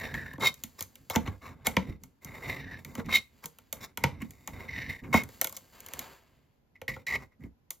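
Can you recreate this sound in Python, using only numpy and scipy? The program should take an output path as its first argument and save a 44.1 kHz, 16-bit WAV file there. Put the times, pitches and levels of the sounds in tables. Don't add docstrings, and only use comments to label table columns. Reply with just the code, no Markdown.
import sys
import numpy as np
from scipy import signal
from scipy.fft import rfft, irfft
from scipy.io import wavfile
from scipy.ndimage import uniform_filter1d

SR = 44100
rng = np.random.default_rng(int(sys.argv[2]) if len(sys.argv) > 2 else 0)


def wrap_up_sound(samples):
    columns = np.atleast_2d(samples).T
    tamed = np.clip(columns, -1, 1)
    steps = np.round(tamed * 32767).astype(np.int16)
    wavfile.write(sys.argv[1], SR, steps)


N = 343980

# frequency in Hz, relative spectrum level in dB per Hz.
AIR_SPECTRUM = [(15, -37.5), (25, -4.5), (70, -6), (200, -16.5), (405, -15), (1040, -19.5), (1160, -30),
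                (1290, -24.5), (7110, -39), (8830, -53.5), (9840, -44), (13200, -33), (16000, -62)]
AIR_DB = -73
# frequency in Hz, time to fall 60 dB in seconds.
ROOM_T60 = [(100, 0.2), (800, 0.1538), (2100, 0.25), (5500, 0.1649), (15000, 0.38)]
# frequency in Hz, level in dB.
ROOM_LEVEL = [(100, -8), (500, -4), (1200, -10), (2100, -22), (5500, -11), (15000, -22.5)]
# frequency in Hz, lead of left over right in radians.
PORT_PHASE = [(60, .2), (300, -.3), (520, -.7), (950, .7), (1400, 0), (2500, 0), (3700, .5), (5200, .4),
              (5800, -1.1), (7000, -.9), (7800, -2.2), (8600, -3.0), (9600, -3.5), (11800, -5.4),
              (12800, -6.1), (16500, -6.4)]
# frequency in Hz, left minus right in dB.
PORT_BALANCE = [(60, -2), (200, -2), (500, -2.5), (1100, 4.5), (1500, 0.5), (2100, -1), (15000, 1.5)]
CUTOFF_HZ = 16400

# frequency in Hz, relative spectrum level in dB per Hz.
RUMBLE_SPECTRUM = [(15, -49.5), (25, -20), (70, 2), (113, -4), (145, -1.5), (188, -9), (226, -1.5),
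                   (296, -11.5), (344, -15.5), (457, -21.5), (480, -19), (620, -38), (1060, -120)]
WALL_SPECTRUM = [(220, -35.5), (380, -7), (454, -9), (495, -8), (621, -10), (824, -12), (1050, -9),
                 (1440, -16), (1650, -11), (2140, -35.5), (3630, -120)]
EDGE_SPECTRUM = [(4000, -9), (4800, -1.5), (5150, -8.5), (5500, -8.5), (6200, -6.5), (6900, -0.5),
                 (8000, -3.5), (10000, -8), (13300, -4.5), (16500, -13)]
SLIDE_SPECTRUM = [(820, -26.5), (1400, -20.5), (2050, 5.5), (2440, 2.5), (2900, 3), (3430, -2),
                  (4800, -11.5), (6240, -47), (10600, -120)]
# frequency in Hz, width in Hz, level in dB against the broad rasp.
WALL_RING = (1080, 200, -1.5)
EDGE_RING = (5450, 390, -7.5)

# start in seconds, rise in seconds, fall in seconds, rumble in dB, wall in dB, steel in dB, edge in dB.
SLIDES = [(0.55, 0.027, 0.89, -64, -71.5, -74, -66.5), (1.5, 0.15, .1, -59.5, -72, -77, -84),
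          (1.98, .04, 0.19, -67, -78.5, -83.5, -80), (3.2, 0.18, 0.52, -66.5, -73.5, -74, -72),
          (5.25, 0.053, 0.45, -60.5, -63.5, -66, -59.5), (5.72, 0.31, 0.12, -56, -51, -55.5, -55),
          (6.16, 0.16, 0.24, -68.5, -78, -79, -81)]
# start in seconds, rise in seconds, fall in seconds, rumble in dB, wall in dB, steel in dB, edge in dB.
PRESSES = [(0.39, 0.02, 0.1, -40, -47.5, -65, -55), (1.19, 0.11, 0.058, -43, -52.5, -62, -66),
           (1.4, .07, 0.33, -51, -63.5, -72.5, -78), (1.67, .04, 0.084, -49.5, -54.5, -53.5, -69),
           (1.79, .11, 0.057, -40, -56.5, -54.5, -67), (2.0, .03, 0.088, -53.5, -84, -83, -78),
           (2.21, .035, .01, -62.5, -61, -59.5, -61.5), (2.77, .02, .09, -51.5, -64, -64, -66),
           (2.85, 0.15, .03, -48.5, -56.5, -59.5, -60.5), (3.04, .05, 0.1, -39.5, -57, -52, -65),
           (3.73, .09, 0.098, -53.5, -58.5, -62, -69.5), (3.98, 0.063, 0.21, -45, -58.5, -59, -81),
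           (4.19, .04, 0.67, -56.5, -68.5, -65.5, -66.5), (4.48, .03, .04, -50, -59.5, -57.5, -65),
           (5.015, .07, .2, -40.5, -56.5, -65.5, -67), (6.88, .04, .1, -48, -61, -56, -63.5),
           (7.07, 0.092, 0.1, -48, -70, -60, -65), (7.39, 0.071, 0.029, -48.5, -67.5, -78.5, -75)]
SLIDE_SWELL_DB, PRESS_SWELL_DB = 15.5, 5
RUB_ATTACK_S = 0.014
GRIP_DB = -72
# start in seconds, rise in seconds, fall in seconds, swell in dB of effort, rumble in dB, wall in dB,
# steel in dB, edge in dB, grind in dB, first pitch in Hz, last pitch in Hz.
STROKES = [(0.0, 0.0054, 0.17, -21.5, -41, -44, -40.5, -51.5, -38, 1940, 1780),
           (0.135, 0.013, 0.21, -1.5, -43.5, -50.5, -46.5, -55.5, -38, 1850, 1770),
           (2.246, 0.2, 0.0073, 3.5, -51.5, -50.5, -52, -58.5, -55.5, 2067, 2090),
           (2.438, 0.052, 0.12, 8.5, -39, -42.5, -37, -48.5, -43.5, 2113, 2000),
           (2.6, 0.13, 0.062, 7.5, -46, -53.5, -47.5, -64.5, -43, 1930, 1779),
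           (4.53, .14, 0.013, 2.5, -50.5, -53.5, -55.5, -66, -71, 2145, 2140),
           (4.676, 0.11, 0.14, 7.5, -44, -51.5, -38, -58, -41, 2090, 1930),
           (4.885, 0.0075, 0.11, 2, -53, -55.5, -48.5, -55, -44, 1953, 2040)]
FOLLOWS = [0.99, 1.3, 1.31, 1.7, 1.45]
# frequency in Hz, width in Hz, relative level in dB.
RUBBED_BLADE = [(2080, 170, 6.5), (3040, 50, -24.5), (3655, 120, -5.5), (5100, 140, -16), (5610, 180, -11.5)]

# start in seconds, rise in seconds, fall in seconds, swell in dB,
# wall in dB, low rim modes in dB, high rim modes in dB, edge in dB.
SCUFFS = [(0.78, 0.013, 0.046, 14.5, -51, -52.5, -55.5, -45.5),
          (1.101, 0.0063, 0.021, 9.5, -37.5, -54, -43, -40),
          (1.13, 0.031, 0.01, 17, -33.5, -37, -64.5, -38.5),
          (1.255, 0.028, 0.011, 3, -44, -46.5, -54.5, -58),
          (1.415, 0.051, 0.066, 9.5, -47.5, -51.5, -61, -59),
          (1.645, 0.02, 0.012, 20, -38.5, -38.5, -42, -39), (2.97, 0.029, 0.016, 14, -44, -47.5, -55, -55),
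          (3.42, 0.024, 0.022, 22, -47.5, -70, -73.5, -52), (3.805, 0.043, 0.013, 14, -47, -47, -48.5, -44),
          (4.2, 0.02, 0.017, 19, -49, -43, -65, -57), (5.035, 0.0086, 0.034, 5.5, -51, -50.5, -71.5, -67.5),
          (5.54, .012, .03, 2, -60, -64, -63, -53)]
# start in seconds, rise in seconds, fall in seconds, swell in dB,
# wall in dB, low lid modes in dB, high lid modes in dB, edge in dB.
PRISES = [(6.75, 0.0074, 0.025, 7, -71.5, -53, -78, -76.5),
          (6.879, 0.002, 0.043, 6, -42.5, -28, -49, -43.5), (6.937, .006, 0.016, 6, -66, -37, -58, -54),
          (7.065, 0.0063, 0.045, 1, -63, -33, -47, -46),
          (7.076, 0.084, 0.013, 13.5, -39.5, -27, -47.5, -46.5),
          (7.18, 0.054, 0.019, 12.5, -52, -54, -71, -64.5), (7.31, .018, 0.03, 10, -73, -68, -87, -85),
          (7.405, 0.042, 0.032, 8.5, -74, -61, -88, -85)]
# start in seconds, rise in seconds, fall in seconds, swell in dB,
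# wall in dB, first blade modes in dB, second blade modes in dB, edge in dB.
TEARS = [(0.405, 0.069, 0.022, 21, -28.5, -21.5, -24, -29),
         (3.085, 0.032, 0.016, 16, -37.5, -33, -43.5, -47.5),
         (3.124, 0.035, .03, 11, -37.5, -19, -23.5, -30), (5.127, 0.037, 0.056, 5.5, -33, -22.5, -39, -36)]
SCRAPE_ATTACK_S, SCRAPE_RELEASE_S = 0.0034, 0.0062
# frequency in Hz, width in Hz, relative level in dB.
RIM_LOW = [(1680, 320, -9.5), (2182, 160, 3), (2800, 550, -11)]
RIM_HIGH = [(3644, 570, 2.5), (4340, 200, -5.5)]
LID_LOW = [(1930, 95, 3.5), (2146, 93, 5.5), (2490, 185, -10.5), (2990, 320, -19)]
LID_HIGH = [(3130, 310, -13), (3900, 230, 10)]
BLADE_LOW = [(1770, 40, -20), (2070, 26, -12), (2090, 38, -2.5), (2135, 49, 4), (2210, 40, -1),
             (2450, 75, -14), (2710, 73, -18), (3024, 220, -26)]
BLADE_HIGH = [(3050, 300, -16), (3370, 140, -18), (3730, 56, 2), (3910, 43, -3.5), (4000, 80, -15.5),
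              (4280, 150, -11)]

# start in seconds, then thump, wall, lid and edge in dB (energy as a level
# over 10 ms, ahead of a trim), favoured bounce in Hz, favoured wall mode in Hz.
CONTACTS = [(0.141, -47, -45, -37.5, -53.5, 228, 925), (0.3346, -41.5, -49.5, -58.5, -55.5, 140, 1050),
            (0.3799, -39, -45, -60.5, -69, 299.6, 892), (0.541, -74, -64, -57, -48, 305, 450),
            (0.6366, -42.5, -57, -46.5, -35.5, 232, 910), (0.8074, -44.5, -47, -42.5, -35.5, 99, 1135),
            (0.8244, -60.5, -63, -54.5, -36, 103, 1225), (0.9551, -75, -66, -57.5, -51, 100.4, 545),
            (1.099, -42.5, -34.5, -37.5, -35.5, 100, 750), (1.1588, -19.5, -24.5, -28, -32.5, 229, 864),
            (1.275, -28.5, -41.5, -42, -76, 100, 1030), (1.6684, -30.5, -29, -24, -25, 229, 750),
            (1.7665, -21, -23, -21.5, -39.5, 195, 1000), (2.0354, -55, -59, -58, -48.5, 140, 1200),
            (2.2466, -42.5, -62, -63.5, -43.5, 149, 955), (2.8476, -52.5, -58, -45.5, -46.5, 154, 499),
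            (2.952, -47, -45, -45, -46.5, 230, 1210), (2.979, -28.5, -40, -53, -58.5, 227, 500),
            (2.999, -41, -37.5, -56.5, -61.5, 223.7, 496), (3.0602, -46.5, -61.5, -55, -60.5, 300, 430),
            (3.439, -46, -47.5, -46.5, -50, 160, 945), (3.4573, -53, -51, -67, -37, 155, 454),
            (3.5856, -74, -59, -58, -54, 130, 1290), (3.7267, -49.5, -41, -49, -32.5, 225, 603),
            (3.9731, -43.5, -39, -36.5, -36.5, 235, 910), (4.0378, -22.5, -22.5, -21.5, -33.5, 139, 930),
            (4.2188, -31, -54, -48.5, -52.5, 223.6, 935), (4.307, -58, -68, -59, -50, 120, 506),
            (4.4747, -47, -40.5, -41, -39.5, 163, 940), (5.1402, -16, -16.5, -34, -37, 230, 960),
            (5.235, -57, -50, -48.5, -44, 190, 447), (5.2886, -63, -52, -58, -56.5, 100, 427),
            (5.4134, -50, -34.5, -30.5, -23, 319.3, 684), (5.4441, -48, -40, -35.5, -28.5, 330, 580),
            (5.4711, -60.5, -48.5, -44, -36, 350, 1180), (5.495, -62, -55, -69.5, -45.5, 115, 1170),
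            (5.525, -58, -51.5, -62, -45, 227.5, 1175), (5.566, -73, -55.5, -64, -40.5, 145, 695),
            (5.571, -63, -60, -62, -43, 135, 1190), (5.8039, -72, -69, -58, -47, 125, 1160),
            (5.8626, -69, -59, -53, -45, 240, 1060), (5.8855, -59, -58, -52.5, -48, 237, 1000),
            (5.9354, -50, -46.5, -45.5, -38.5, 240, 1200), (5.992, -45.5, -51, -41.5, -34, 250, 1180),
            (6.8153, -49, -41, -45, -54, 99, 500), (6.8797, -38.5, -41.5, -39.5, -51, 136, 523),
            (6.963, -48, -42.5, -54, -68, 110, 506), (7.0665, -63, -58, -42, -57, 136, 515),
            (7.4366, -40.5, -61.5, -60, -71, 230, 435), (7.7053, -69, -54, -47.5, -34.5, 340, 1190)]
# low limit in Hz, high limit in Hz (held within the sample rate),
# burst decay in seconds.
CONTACT_PARTS = [(350, 1640, 0.0028), (1340, 5850, 0.0018), (4600, 28000, 0.0016)]
# frequency in Hz, width in Hz, relative level in dB.
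BOUNCE = [(75, 9.4, 7), (135, 45, 1.5), (179, 55, 2.5), (231, 57, 2.5), (340, 92, -4.5)]
# frequency in Hz, width in Hz, relative level in dB.
TIN = [(500, 94, 2), (693, 140, -3.5), (860, 170, -1), (1120, 120, -3), (1380, 250, -3.5),
       (1690, 640, -5.5), (1893, 250, 0.5), (2196, 60, 3.5), (2351, 67, -1), (3030, 590, -6),
       (3844, 260, -10), (4127, 200, -10.5), (5360, 710, -14.5), (6270, 1300, -8.5), (10074, 9100, -12),
       (14100, 730, -6.5)]


def from_db(db):
    return np.exp(np.asarray(db) * (np.log(10) / 20))


def rms_one(x):
    return x / np.sqrt(np.mean(x ** 2) + 1e-20)


def at_hz(points, hz):
    f, value = np.transpose(points)
    return np.interp(np.log(np.maximum(hz, 1)), np.log(f), value)


def band(x, low, high, order=2):
    limits = [low, min(high, SR / 2 - 1000)]
    return signal.sosfilt(signal.butter(order, limits, "band", fs=SR, output="sos"), x)


def coloured(x, spectrum):
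    hz = np.arange(N // 2 + 1) * SR / N + 1
    ends = np.minimum(1, np.minimum(hz / spectrum[0][0], spectrum[-1][0] / hz)) ** 6
    return rms_one(irfft(rfft(x) * from_db(at_hz(spectrum, hz)) * ends, N))


def resonate(x, modes):
    out = 0
    for k, (hz, width, db) in enumerate(modes):
        r = np.exp(-np.pi * width / SR)
        poles = [1, -2 * r * np.cos(2 * np.pi * hz / SR), r * r]
        ring = signal.lfilter([1, 0, -1], poles, x + 1e-18)
        out = out + (-1) ** k * from_db(db) * (1 - r * r) * ring
    return rms_one(out)


def drift(rate):
    knots = rng.standard_normal(int(N / SR * rate) + 2)
    return rms_one(np.interp(np.arange(N) / SR * rate, np.arange(len(knots)), knots))


def slips(per_s, spread_db, hiss):
    sizes = from_db(spread_db * np.minimum(rng.exponential(1, N), 4)) * rng.choice([-1, 1], N)
    clumping = from_db(3 * drift(90))
    born = rng.random(N) < per_s * clumping / SR
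    return rms_one(sizes * born) + hiss * rng.standard_normal(N)


def steadied(x, seconds):
    return x / np.sqrt(uniform_filter1d(x ** 2, int(seconds * SR) + 1) + 1e-6)


def effort(start, rise, fall, swell_db, fade_db, attack_s, release_s, follows=1):
    first = int(max(start, 0) * SR)
    t = np.arange(min(N - first, SR)) / SR
    level_db = np.interp(t, [0, rise, rise + fall], [-swell_db, 0, -fade_db])
    taking_hold = np.minimum(t / attack_s, 1)
    letting_go = np.exp(-np.maximum(t - rise - fall, 0) / release_s)
    gain = np.zeros(N)
    gain[first:first + len(t)] = from_db(follows * level_db) * taking_hold * letting_go
    return gain


def still_air():
    return from_db(AIR_DB) * coloured(rng.standard_normal((2, N)), AIR_SPECTRUM)


def kitchen(x, first_echo_s=.004):
    t, response = np.arange(SR // 2) / SR, 0
    edges = 50 * 2. ** np.arange(10)
    for low, high in zip(edges, edges[1:]):
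        hz = np.sqrt(low * high)
        fade = from_db(-60 * t / at_hz(ROOM_T60, hz)) * (t > first_echo_s)
        echoes = rng.standard_normal(size=(3, len(t))) * fade / np.sqrt(np.sum(fade ** 2))
        response = response + from_db(at_hz(ROOM_LEVEL, hz)) * band(echoes, low, high)
    return signal.oaconvolve(x[None], response, axes=1)[:, :N]


def ports(x):
    hz = np.arange(N // 2 + 1) * SR / N
    share = np.array([[.5], [-.5]])
    phase = np.exp(1j * share * at_hz(PORT_PHASE, hz))
    return irfft(rfft(x) * phase * from_db(share * at_hz(PORT_BALANCE, hz)), N)


def rubs(rows, swell_db, fade_db, release_s):
    return sum(from_db(levels)[:, None] * effort(s, rise, fall, swell_db, fade_db, RUB_ATTACK_S, release_s)
               for s, rise, fall, *levels in rows)


def strokes(fade_db=9, release_s=.012):
    gains = []
    for k, follows in enumerate(FOLLOWS):
        gains.append(sum(
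            from_db(row[k]) * effort(s, rise, fall, swell_db, fade_db, RUB_ATTACK_S, release_s, follows)
            for s, rise, fall, swell_db, *row in STROKES))
    return np.array(gains)


def grind(force, half_width_hz=150, wander_hz=40):
    points = []
    for s, rise, fall, *_, first_hz, last_hz in STROKES:
        points += [(s, first_hz), (s + rise + fall, last_hz)]
    pitch = np.interp(np.arange(N) / SR, *np.transpose(points))
    turn = np.exp(2j * np.pi * np.cumsum(pitch + wander_hz * drift(29)) / SR)
    low_pass = signal.butter(2, half_width_hz, fs=SR, output="sos")
    tone = (signal.sosfilt(low_pass, force / turn) * turn).real
    return steadied(rms_one(tone), 0.051)


def handling(catch_db=3.0, bump_db=2.5):
    cutting = strokes()
    biting = cutting[:4] + rubs(PRESSES, swell_db=PRESS_SWELL_DB, fade_db=10.5, release_s=0.013)
    sliding = rubs(SLIDES, swell_db=SLIDE_SWELL_DB, fade_db=9, release_s=0.059)
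    rumble, wall, _, edge = np.hypot(biting, sliding)
    blade_steel, slide_steel, grinding = biting[2], sliding[2], cutting[4]

    bite = blade_steel / (blade_steel + slide_steel + 1e-9)
    catching = from_db(catch_db * bite * drift(110))
    force = catching * slips(per_s=820, spread_db=2.5, hiss=0.73)
    rub = force + 0.94 * rng.standard_normal(N)

    steady_rumble = steadied(coloured(rng.standard_normal(N), RUMBLE_SPECTRUM), 0.084)
    bumps = from_db(bump_db * drift(30)) * steady_rumble
    blade = resonate(band(force, 1500, 6200), RUBBED_BLADE)
    out = np.hypot(rumble, from_db(GRIP_DB)) * bumps
    out += wall * coloured(rub, WALL_SPECTRUM) + edge * coloured(rub, EDGE_SPECTRUM)
    out += blade_steel * blade + slide_steel * coloured(rub, SLIDE_SPECTRUM)
    return out + grinding * grind(force)


def ringing(force, spectrum, ring):
    hz, width, db = ring
    return coloured(force, spectrum) + from_db(db) * resonate(force, [(hz, width, 0)])


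def scrape(rows, low_modes, high_modes, fade_db, wall_lead_s, hold_s=0.02):
    force = slips(per_s=1000, spread_db=2.0, hiss=0.55)
    voices = [ringing(force, WALL_SPECTRUM, WALL_RING),
              resonate(band(force, 1300, 3600), low_modes),
              resonate(band(force, 2700, 5000), high_modes),
              ringing(force, EDGE_SPECTRUM, EDGE_RING)]
    out = 0
    for k, voice in enumerate(voices):
        lead = wall_lead_s * (k == 0)
        gain = 0
        for s, rise, fall, swell_db, *levels in rows:
            push = effort(s, max(rise - lead, SCRAPE_ATTACK_S), fall + lead, swell_db, fade_db,
                          SCRAPE_ATTACK_S, SCRAPE_RELEASE_S)
            gain = gain + from_db(levels[k]) * push
        out = out + gain * steadied(voice, hold_s)
    return out


def scrapes():
    return (scrape(SCUFFS, RIM_LOW, RIM_HIGH, fade_db=13.5, wall_lead_s=0.0024)
            + scrape(TEARS, BLADE_LOW, BLADE_HIGH, fade_db=18.5, wall_lead_s=0.038)
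            + scrape(PRISES, LID_LOW, LID_HIGH, fade_db=18, wall_lead_s=0.00286))


def contacts(travel_s=.0009, dispersion=0.69, rattle_db=-16, rattle_s=0.021, push_s=0.00031,
             focus=3.0, sharpness=8.1, trims_db=(-0.13, -1.4, -1.1, 0.0)):
    size = 6144
    hz, t = np.arange(size // 2 + 1) * SR / size + 1, np.arange(size) / SR
    delay = travel_s * (1000 / np.maximum(hz, 220)) ** dispersion
    bending = np.exp(-2j * np.pi * np.cumsum(delay) * SR / size)
    noise = rng.standard_normal((len(CONTACTS), 4, size))
    click = 1. * (t == 0)

    push = np.exp(-t / push_s) + 0.026 * noise[:, 0] * np.exp(-t / .02)
    parts = [rfft(push) * rfft(band(resonate(click, BOUNCE), 40, 430))]
    for k, (low, high, decay) in enumerate(CONTACT_PARTS):
        rattle = from_db(rattle_db) * decay / 0.0034 * np.exp(-t / rattle_s)
        crunch = noise[:, k + 1] * (np.exp(-t / decay) + rattle)
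        parts.append(rfft(crunch) * rfft(band(resonate(click, TIN), low, high, order=3)))

    for k, favoured in enumerate(np.array(CONTACTS).T[-2:, :, None]):
        parts[k] = parts[k] * (1 + focus / (1 + 1j * sharpness * (hz / favoured - favoured / hz)))

    out = np.zeros(N + size)
    over_10_ms = np.sqrt(SR / 100 / size)
    for k, (part, trim_db) in enumerate(zip(parts, trims_db)):
        for (s, *levels), ring in zip(CONTACTS, irfft(part * bending)):
            at = int(s * SR)
            out[at:at + size] += from_db(levels[k] + trim_db) * rms_one(ring) * over_10_ms
    return out[:N]


def scene(shared_echo=0.67, own_echo=0.54):
    air = still_air()
    near = handling() + scrapes() + contacts()
    left, right, shared = kitchen(near)
    return ports(near + shared_echo * shared) + own_echo * np.array([left, right]) + air


def record(dry):
    return signal.sosfilt(signal.ellip(10, .1, 80, CUTOFF_HZ, fs=SR, output="sos"), dry)


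dry = scene()
out = record(dry)
wrap_up_sound(out)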